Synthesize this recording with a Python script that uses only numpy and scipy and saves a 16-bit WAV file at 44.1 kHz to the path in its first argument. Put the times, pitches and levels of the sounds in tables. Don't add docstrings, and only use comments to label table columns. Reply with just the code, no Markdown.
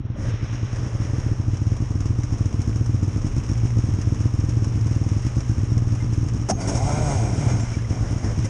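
import sys
import numpy as np
from scipy import signal
from scipy.fft import rfft, irfft, next_fast_len
from scipy.io import wavfile
from scipy.ndimage import uniform_filter1d

SR = 44100
rng = np.random.default_rng(int(sys.argv[2]) if len(sys.argv) > 2 else 0)


def linear_from_db(decibels):
    return 10 ** (np.asarray(decibels, float) / 20)


def pcm_store(signal):
    levels = np.round(np.clip(np.atleast_2d(signal), -1, 1) * 32767)
    wavfile.write(sys.argv[1], SR, levels.astype(np.int16).T)


N = 374409
T = np.arange(N) / SR

# frequency in Hz, density in dB per Hz.
RUMBLE = [(15, -26), (30, 8), (42, 6), (58, -0.5), (90, -5.5), (200, -39.5), (500, -87.5)]

# resonance in Hz, width in Hz, level in dB.
FAR_PIPE = [(115.1, 16.2, -0.5), (69, 90, -15.5), (176, 79, -15), (237, 24, -11.5), (298, 18, -11),
            (460, 71, -24.5)]
# time in seconds, level in dB.
FAR_LEVEL = [(0, -38), (0.25, -25), (0.55, -29), (1.0, -29), (1.2, -33), (2.1, -29), (3.3, -26.5),
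             (3.7, -28), (4.7, -26), (5.0, -32), (5.4, -28), (6.1, -25), (6.42, -23.5), (6.62, -32),
             (7.1, -30), (7.5, -24), (7.7, -30), (8.1, -26)]

# first firing in seconds,
# spacing in ms, count, level in dB.
CYLINDER_A = [(0.006, 98, 2, -26), (0.343, 103, 4, -27), (0.788, 234, 2, -26), (1.054, 100, 1, -25),
              (1.186, 132, 2, -19.5), (1.484, 136, 2, -19), (1.722, 103, 2, -19), (1.958, 102, 2, -20),
              (2.191, 135, 4, -20), (2.697, 66, 2, -22), (2.897, 134, 3, -18), (3.269, 99, 2, -20),
              (3.5005, 136.3, 3, -18.5), (3.842, 100, 2, -20), (4.075, 134, 3, -19), (4.442, 131, 2, -19),
              (4.673, 104, 2, -21), (4.915, 102.3, 3, -19), (5.187, 100, 1, -27), (5.253, 100, 1, -21),
              (5.386, 132, 2, -20), (5.585, 137, 2, -18.5), (5.824, 102, 5, -21), (6.266, 102, 2, -22),
              (6.4005, 136, 2, -24), (6.779, 100, 1, -27), (6.854, 84, 2, -21.5), (7.011, 67, 2, -24),
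              (7.25, 100, 1, -21), (7.383, 100, 1, -19), (7.518, 100, 1, -22), (7.5905, 131.5, 2, -25),
              (8.028, 103, 2, -21), (8.165, 100, 2, -22), (8.394, 100, 1, -21)]
CYLINDER_B = [(0.055, 135, 2, -29), (0.241, 47, 2, -24), (0.431, 101, 5, -25), (0.867, 86, 2, -25),
              (1.004, 100, 1, -22.5), (1.101, 100, 1, -27), (1.137, 100, 1, -20), (1.2665, 135, 5, -20),
              (1.91, 99, 3, -21), (2.242, 100, 1, -22), (2.343, 100, 1, -27), (2.411, 134.2, 6, -19),
              (3.182, 100, 1, -25), (3.249, 100, 1, -18.5), (3.383, 136, 4, -18), (3.891, 99, 2, -19),
              (4.125, 134, 3, -17), (4.49, 135, 3, -19.5), (4.8645, 101.2, 6, -18), (5.499, 137, 3, -18),
              (5.874, 69, 2, -22), (6.048, 132, 2, -20), (6.2155, 134, 2, -23), (6.418, 137, 2, -23),
              (6.678, 100, 1, -26), (6.754, 118, 2, -21), (6.978, 59, 2, -22), (7.168, 166, 2, -23.5),
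              (7.468, 100, 1, -18.5), (7.601, 36, 2, -24), (7.772, 138, 2, -20), (8.011, 103, 2, -22),
              (8.247, 134, 2, -20), (8.448, 100, 1, -21)]
# frequency in Hz, ring in ms, level in dB, delay in ms.
LIT_PIPE = [(110, 9.3, 4.9, -5.6), (102, 4.5, 4.6, 8.0), (172, 4.7, -4.1, -4.3), (280, 3.4, -2.6, -3.3),
            (260, 8, -17.5, -2.3)]
# frequency in Hz, ring in ms, level in dB, delay in ms.
UNLIT_PIPE = [(97, 11.3, -1.5, -1.3), (239, 2.1, -19, -0.4)]
STROKE_HZ = 59.3
FIRING_DB, FIRING_SCATTER_DB = 1.05, 0.8
FOLLOW_DB = -0.6
GATHER_DB, GATHER_S = 4, 0.07

# frequency in Hz, density in dB per Hz.
INTAKE = [(200, -23.5), (400, 0.5), (700, -6), (1250, -7), (1600, -20), (2400, -37), (4000, -95)]
# frequency in Hz, density in dB per Hz.
FAN = [(900, -16), (1500, 0), (2300, -2.5), (3100, -5.5), (4200, -7.5), (5500, -67)]
# time in seconds, level in dB.
FLOW = [(0, -20.5), (0.18, -12), (0.195, -9), (0.3, -0.5), (0.8, -1), (1.4, -2), (2.5, -1.5), (3.3, -0.7),
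        (3.7, 0), (4.9, -0.5), (5.3, 0), (6.4, -2.5), (6.6, -6), (7.0, -9), (7.4, 3.5), (7.85, 1.5),
        (8.3, 0), (8.49, 3)]
# time in seconds, level in dB.
CHUFFS = [(0.7595, -32.5), (1.199, -35), (2.0053, -30), (2.056, -28), (2.2337, -28), (1.57, -32.5),
          (1.766, -34), (1.815, -38), (2.3246, -36), (2.382, -34.5), (2.457, -34.5), (2.527, -36.5),
          (2.617, -30), (2.758, -35.5), (2.861, -30), (3.031, -32), (3.0796, -39.5), (3.364, -39.5),
          (3.381, -36), (3.436, -36.5), (3.322, -39.5), (3.514, -33.5), (3.532, -39.5), (3.577, -35),
          (3.655, -38.5), (3.67, -37.5), (3.784, -36.5), (3.216, -37), (3.267, -35), (3.489, -32.5),
          (3.704, -37), (4.014, -30), (4.492, -32), (4.6438, -30.5), (4.8673, -34.5), (4.952, -34.5),
          (5.0382, -34), (5.087, -34), (5.2205, -37), (5.17, -38), (5.265, -37.5), (5.3572, -35),
          (5.951, -33), (6.335, -32.5), (4.145, -35.5), (4.337, -41.5), (4.811, -35), (5.405, -27),
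          (5.4886, -37), (5.777, -28), (6.133, -34.5), (6.285, -27), (6.3619, -45), (7.897, -39),
          (8.182, -39), (8.2447, -34), (8.315, -36)]
INTAKE_DB, FAN_DB, HISS_DB = -44, -49.5, -48.5
INTAKE_SLOPE, FAN_SLOPE = 0.42, 1
FAN_START_DB, FAN_SETTLE_S = 10, 0.49
VEIL_S, VEIL_HZ = 0.82, 7140
LEAK_DB, LEAK_SCATTER_DB, LEAK_TOP_DB, LEAK_LEAD_S = -46, 3, -37, 0.006

# start, rise, hold and fall in seconds, level in dB.
SNOW = [
    (0.146, 0.083, 0.068, 0.04, -39.5),
    (0.683, 0.077, 0.553, 0.092, -43.5),
    (7.975, 0.092, .04, .05, -40.5),
    (8.199, 0.049, .06, .05, -36.5),
]

# time in seconds, ring level in dB, ring in Hz, ring in ms,
# crack level in dB, crack in ms.
KNOCKS = [(6.4975, -13, 686, 3.1, -29.5, 5.9), (6.497, -27, 950, 2.5, -39, 3.6),
          (6.494, -39, 630, 2, -26.5, 3.3), (6.5085, -15.5, 200, 5, -33.5, 2.3),
          (6.499, -23, 400, 3.4, -44, 3), (6.487, -35, 790, 3.3, -25.5, 3.3), (6.507, -25, 690, 3, -29, 2),
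          (6.516, -21, 760, 4.8, -43.5, 1.9), (6.672, -37, 686, 3.7, -27.5, 12),
          (6.748, -35, 810, 3.7, -31, 11), (8.454, -31.5, 535, 5.8, -60, 3),
          (8.444, -43, 2050, 5.4, -34.5, 7.2), (6.61, -42, 4660, 6.5, -33, 7.8),
          (6.632, -45, 4610, 6, -50, 5), (6.1, -50, 4200, 4, -51, 5), (8.1, -54, 9100, 16, -61, 9.0),
          (6.52, -50, 6430, 22, -51, 9.0), (5.7, -53, 3700, 6, -46.5, 6.5),
          (6.685, -47, 8200, 14, -49.5, 5.0), (7.6, -43, 7200, 15, -48, 5.0), (7.8, -58, 2200, 9, -61, 5.0),
          (7.7415, -36, 2300, 3.5, -44.5, 4.0), (7.39, -46, 2200, 5, -53, 4.0),
          (0.159, -36, 580, 3.3, -68, 2.0), (6, -42, 2090, 7, -46, 6.5), (7.655, -43, 2100, 5.1, -60, 4),
          (7.785, -41, 1700, 4.9, -55, 4), (7.845, -40, 2030, 3.04, -52, 4), (5.5, -46, 1600, 5, -49, 4),
          (6.954, -42, 2090, 5, -48, 4), (6.475, -48, 2900, 1, -49, 1)]
# time in seconds, level in dB, ring in Hz.
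TICKS = [(1.858, -39, 2200), (2.028, -39, 2400), (2.529, -40, 2500), (2.73, -38, 2300), (2.832, -39, 2000),
         (4.168, -38, 2300), (4.412, -39, 2400), (5.087, -39, 2200), (5.319, -39, 2500), (6.065, -40, 2200),
         (6.301, -38, 2400), (2.966, -39, 1920), (3.403, -36, 2300), (3.435, -38, 2500), (3.555, -37, 2400),
         (3.577, -40, 2900), (3.602, -40, 2400), (3.673, -37, 2400), (3.705, -37, 2100), (4.01, -38, 1850),
         (4.444, -40, 1600), (5.41, -42, 2200), (6.436, -40, 1750)]

# time in seconds, pawl rate in Hz, effort in dB.
STARTER = [
    [(6.57, 84.1, -4), (6.745, 100.9, 2), (6.815, 130.1, -0.5), (6.875, 143.1, 2.5), (7.02, 153.9, 1),
     (7.1, 141.3, 3), (7.3, 95.75, -1.5), (7.486, 61.06, 0), (7.75, 57.8, -9.5)],
    [(7.9, 88.1, -6), (8.158, 85.9, -14), (8.25, 83.4, -10), (8.4, 77.3, -16.5)],
]
# frequency in Hz, level in dB.
DRUM = [(60, -17), (135, 14), (165, 6), (210, 2.5), (300, 3), (440, -3), (580, -1), (730, 5.5), (900, -7),
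        (1200, -14)]
# resonance in Hz, width in Hz, level in dB.
COWL = [(210, 120, -3), (424, 260, -5.5), (680, 110, -1), (990, 165, -10), (1450, 136, -11),
        (2106, 100, -15), (2428, 79, -12.5), (2270, 260, -18), (6470, 82, -20.5)]
# frequency in Hz, level in dB.
COWL_EDGE = [(1500, 0), (1850, -6), (2050, -2), (2480, -1), (2620, -12), (3500, -6), (5000, -1)]
TONE_DB, SCRAPE_DB, ROPE_DB = -41.5, -33.5, -41.5
TONE_SLOPE, ROPE_SLOPE = 1, 2.1
TONE_STUTTER_DB = 4
HALF_TURN = 0.4
HEAVE_DB = 7.5
# time in seconds, level in dB.
RATTLES = [(6.602, -47.5), (6.692, -43.5), (6.77, -45), (6.82, -50), (6.892, -50.5), (6.92, -49),
           (7.015, -50.5), (7.062, -52)]
RATTLE_HZ, RATTLE_MS, RATTLE_RASP_DB = 6500, 5.3, 10.5

# frequency in Hz, level in dB.
PORT = [(8, -49), (27, 4.5), (60, -1.5), (3000, 0.5), (4360, -7), (5600, 13.5), (6050, 6), (6450, 9.5),
        (7300, -2.5), (9600, -6.5), (10400, -14.5), (11200, -22.5), (11600, -40)]
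SQUEEZE = 1.6
PATCH_HZ, PATCH_FROM_HZ, PATCH_FRAMES = 330, 10250, 7
FIZZ_DB, FIZZ_START_S = -77, 1.7


def noise():
    return rng.standard_normal(N)


def level(x, db=0):
    return x * linear_from_db(db) / np.sqrt(np.mean(x ** 2))


def colour(x, points):
    hz, db = np.transpose(points)
    size = next_fast_len(N)
    axis = np.log(np.arange(size // 2 + 1) * SR / size + 1)
    gain = linear_from_db(np.interp(axis, np.log(hz), db))
    return irfft(rfft(x, size) * gain, size)[:N]


def resonate(x, peaks):
    out = np.zeros(N)
    for k, (hz, width, db) in enumerate(peaks):
        b, a = signal.iirpeak(hz, hz / width, SR)
        out += (-1) ** k * linear_from_db(db) * signal.lfilter(b, a, x)
    return out


def swell(age):
    return np.e * age * np.exp(-age)


def ring(seconds, sizes, hz, ms):
    spikes = np.zeros(N + 1)
    at = np.clip(np.round(np.asarray(seconds) * SR).astype(int), 0, N)
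    np.add.at(spikes, at, sizes)
    t = T[:SR // 8]
    carrier = np.sin(2 * np.pi * hz * t) if hz > 0 else 1
    return signal.fftconvolve(spikes[:N], swell(t / (ms / 1000)) * carrier)[:N]


def add(out, s, size, hz, ms, carrier=None):
    i = int(s * SR)
    t = T[:min(int(ms * SR / 80), N - i)]
    wave = np.sin(2 * np.pi * hz * t) if carrier is None else carrier[i:i + len(t)]
    out[i:i + len(t)] += size * swell(t / (ms / 1000)) * wave


def walk(rate):
    k = int(SR / rate)
    held = np.repeat(rng.standard_normal(N // k + 1), k)
    return 1.295 * uniform_filter1d(uniform_filter1d(held, k), k)[:N]


def air_rumble():
    return level(colour(noise(), RUMBLE) * linear_from_db(2.0 * walk(6.3)), -39.0)


def far_sled():
    jitter, scatter, catch = rng.standard_normal((3, 800))
    s = np.cumsum((1 + 0.085 * jitter) / 58.3)
    sizes = linear_from_db(1.8 * scatter - 7.6 * (catch < 0.2))
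    drone = level(resonate(ring(s, sizes, 0, 0.67), FAR_PIPE))
    return drone * linear_from_db(np.interp(T, *np.transpose(FAR_LEVEL)))


def firings():
    rows = []
    for start, ms, count, db in [*CYLINDER_A, *CYLINDER_B]:
        rows += [(start + k * ms / 1000, db) for k in range(count)]
    s, db = np.transpose(sorted(rows))
    follows = np.diff(s, prepend=-1) < 1.4 / STROKE_HZ
    return s, db + FIRING_DB + FOLLOW_DB * follows + FIRING_SCATTER_DB * rng.standard_normal(len(s))


def strokes(lit):
    steps = np.maximum(np.round(np.diff(lit) * STROKE_HZ), 1)
    count = np.concatenate([[0], np.cumsum(steps)])
    every = np.arange(count[-1])
    unlit = np.setdiff1d(every, count)
    return np.interp(every, count, lit), np.interp(unlit, count, lit)


def near_twin(lit, lit_db, every, unlit):
    usual_db = np.interp(unlit, lit, uniform_filter1d(lit_db, size=7))
    waited = unlit - lit[np.searchsorted(lit, unlit) - 1]
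    gather_db = GATHER_DB * np.minimum(waited / GATHER_S, 1)
    pump = linear_from_db(2.3 * rng.standard_normal(len(unlit)) + usual_db + gather_db)
    shake = np.sin(np.pi * np.interp(T, every, np.arange(len(every))))
    out = linear_from_db(-50.0) * shake * linear_from_db(2.0 * walk(4.5))
    for hz, ms, db, lag in LIT_PIPE:
        out += ring(lit + lag / 1000, linear_from_db(lit_db + db), hz, ms)
    for hz, ms, db, lag in UNLIT_PIPE:
        out += ring(unlit + lag / 1000, pump * linear_from_db(db), hz, ms)
    return out


def gas_chuffs(lit):
    leak_db = LEAK_DB + LEAK_SCATTER_DB * rng.standard_exponential(len(lit))
    leak_db = np.minimum(leak_db, LEAK_TOP_DB)
    before, after = [lit - LEAK_LEAD_S, leak_db], [lit + LEAK_LEAD_S, leak_db[::-1]]
    s, db = np.hstack([np.transpose(CHUFFS), before, after])
    sizes = linear_from_db(np.minimum(db, -28) + 35.0)
    return ring(s, sizes, 0, 0.98) + 0.5 * ring(s, sizes, 0, 4.0)


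def gas(every, lit):
    puff_db = 2.5 * np.minimum(rng.standard_exponential(len(every)), 2.5)
    puffs = level(ring(every - 0.004, linear_from_db(puff_db), 0, 2.1))
    chuffs = gas_chuffs(lit)
    flicker = walk(30)
    intake = colour(noise() * (1 + 0.2 * puffs + 0.64 * chuffs), INTAKE)
    fan = colour(noise() * (1 + 0.12 * puffs + 0.5 * chuffs) * linear_from_db(flicker), FAN)
    hiss = noise() * (1 + 0.17 * puffs + 1.54 * chuffs) * linear_from_db(0.95 * flicker)
    hiss = colour(hiss, [(3000, -51.0), (4200, -5.5), (7500, -3.5), (11000, -6.0)])
    veiled = colour(hiss, [(VEIL_HZ / 2.5, -40), (VEIL_HZ * 1.03, 0)])
    hiss = hiss - np.exp(-T / VEIL_S) * veiled
    flow_db = np.interp(T, *np.transpose(FLOW))
    intake_db = INTAKE_DB + INTAKE_SLOPE * flow_db
    fan_db = FAN_DB + FAN_SLOPE * flow_db + FAN_START_DB * np.exp(-T / FAN_SETTLE_S)
    return level(intake) * linear_from_db(intake_db) + level(fan) * linear_from_db(fan_db) + level(hiss) * linear_from_db(HISS_DB + flow_db)


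def snow():
    creak = colour(noise() * linear_from_db(1.1 * walk(120)),
                   [(250, -20.5), (380, -4.0), (620, -6), (700, -17), (2000, -18.0), (3000, -48)])
    press = colour(noise(), [(20, -20.5), (40, 8.5), (60, 4.5), (100, -34.5)])
    weight = np.zeros(N)
    for s, rise, hold, fall, db in SNOW:
        weight += linear_from_db(db) * np.interp(T, np.cumsum([s, rise, hold, fall]), [0, 1, 1, 0])
    return (level(creak) + level(press, 3.7)) * weight


def rasp():
    return level(colour(noise(), [(300, 13.0), (900, 6.5), (3000, -9.0), (10800, -0.5), (11600, -9.5)]))


def cowl_knocks():
    out, crack = np.zeros(N), rasp()
    for s, db, hz, ms, crack_db, crack_ms in KNOCKS:
        add(out, s, linear_from_db(db), hz, ms)
        add(out, s, linear_from_db(crack_db), hz, crack_ms, crack)
    return out


def clutch_ticks():
    out = np.zeros(N)
    for s, db, hz in TICKS:
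        add(out, s, linear_from_db(db), hz, 0.3)
    return out


def drum_tone(turns, hz):
    edge, gain_db = np.transpose(DRUM)
    dull_db = -6 * np.clip(1 - hz / 140, 0, 1)
    tone = np.zeros(N)
    for k in range(1, 10):
        stutter_db = min(k / 3, 1) * TONE_STUTTER_DB * walk(36)
        db = np.interp(k * hz, edge, gain_db) + (k - 4) * dull_db + stutter_db
        tone += linear_from_db(db) * np.sin(2 * np.pi * k * turns + k * k)
    return np.sqrt(2) * tone * (1 + HALF_TURN * np.cos(np.pi * turns))


def starter():
    s, pawl_hz, effort = np.transpose(np.concatenate(STARTER))
    hz, effort_db = np.interp(T, s, pawl_hz), np.interp(T, s, effort)
    pulling = sum(1.0 * (T > pull[0][0]) * (T < pull[-1][0]) for pull in STARTER)
    turns = np.cumsum(hz * (1 + 0.013 * walk(35))) / SR
    gate = 1 + 0.2 * np.cos(2 * np.pi * turns)
    tone = drum_tone(turns, hz)
    heave = level(colour(noise(), [(25, -27), (45, 2), (62, 3.5), (85, -7.5), (130, -34)]), HEAVE_DB)
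    scrape = colour(resonate(noise() * gate * linear_from_db(1.7 * walk(25.0)), COWL), COWL_EDGE)
    rope = colour(noise() * gate * linear_from_db(0.33 * walk(35)),
                  [(2500, -12.0), (4000, -5.5), (5600, -16.5), (8000, 1.0), (10500, -12.0), (11800, -9)])
    out = (heave + tone) * linear_from_db(TONE_DB + TONE_SLOPE * effort_db)
    out += level(scrape, -0.56) * linear_from_db(SCRAPE_DB + effort_db)
    out += level(rope, -1.7) * linear_from_db(ROPE_DB + ROPE_SLOPE * effort_db)
    return uniform_filter1d(pulling, size=2000) * out


def spring_rattles():
    out, scratch = np.zeros(N), rasp()
    for s, db in RATTLES:
        add(out, s, linear_from_db(db), RATTLE_HZ, RATTLE_MS)
        add(out, s, linear_from_db(db + RATTLE_RASP_DB), RATTLE_HZ, RATTLE_MS, scratch)
    return out


def scene():
    lit, lit_db = firings()
    every, unlit = strokes(lit)
    engines = far_sled() + near_twin(lit, lit_db, every, unlit) + gas(every, lit)
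    loose_parts = cowl_knocks() + clutch_ticks() + spring_rattles()
    return (air_rumble() + engines + snow() + loose_parts + starter())[None]


def patchy(x):
    fizz = level(colour(noise(), [(10700, -60), (11000, 0), (12700, 0), (13500, -5)]), FIZZ_DB)
    hz, s, (sound, fizz) = signal.stft(np.array([x, fizz]), SR, nperseg=1024)
    power = np.mean(abs(sound[(hz > 8000) & (hz < 10000)]) ** 2, axis=0)
    treble_db = 10 * np.log10(uniform_filter1d(power, size=3) + 1e-18)
    loud = np.clip((treble_db - np.median(treble_db)) / 8, -1, 2)
    band = np.clip((hz - PATCH_FROM_HZ) // PATCH_HZ, -1, 11).astype(int)
    chance = uniform_filter1d(rng.standard_normal((12, len(s))), size=PATCH_FRAMES, axis=1)
    chance = chance * np.sqrt(PATCH_FRAMES)
    order = np.arange(12)[:, None]
    opens = (chance < 0.75 * loud - 0.6 - 0.3 * order) & (order < 3)
    fizz_limit = 1.0 - 0.8 * loud - 0.1 * (order - 4.5) ** 2 - 4 * np.exp(-s / FIZZ_START_S)
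    fizzes = chance + 0.7 * chance[0] < fizz_limit
    top = sound * opens[band] + fizz * fizzes[band] * linear_from_db(3.2 * loud)
    kept = np.where(band[:, None] < 0, sound, top)
    return signal.istft(kept, SR, nperseg=1024)[1][:N]


def band_limit(x):
    return signal.sosfilt(signal.butter(12, 13670, fs=SR, output="sos"), x)


def record(dry):
    rounded = np.tanh(SQUEEZE * dry[0]) / SQUEEZE
    mix = patchy(colour(rounded, PORT))[None]
    return band_limit(mix)


dry = scene()
out = record(dry)
pcm_store(out)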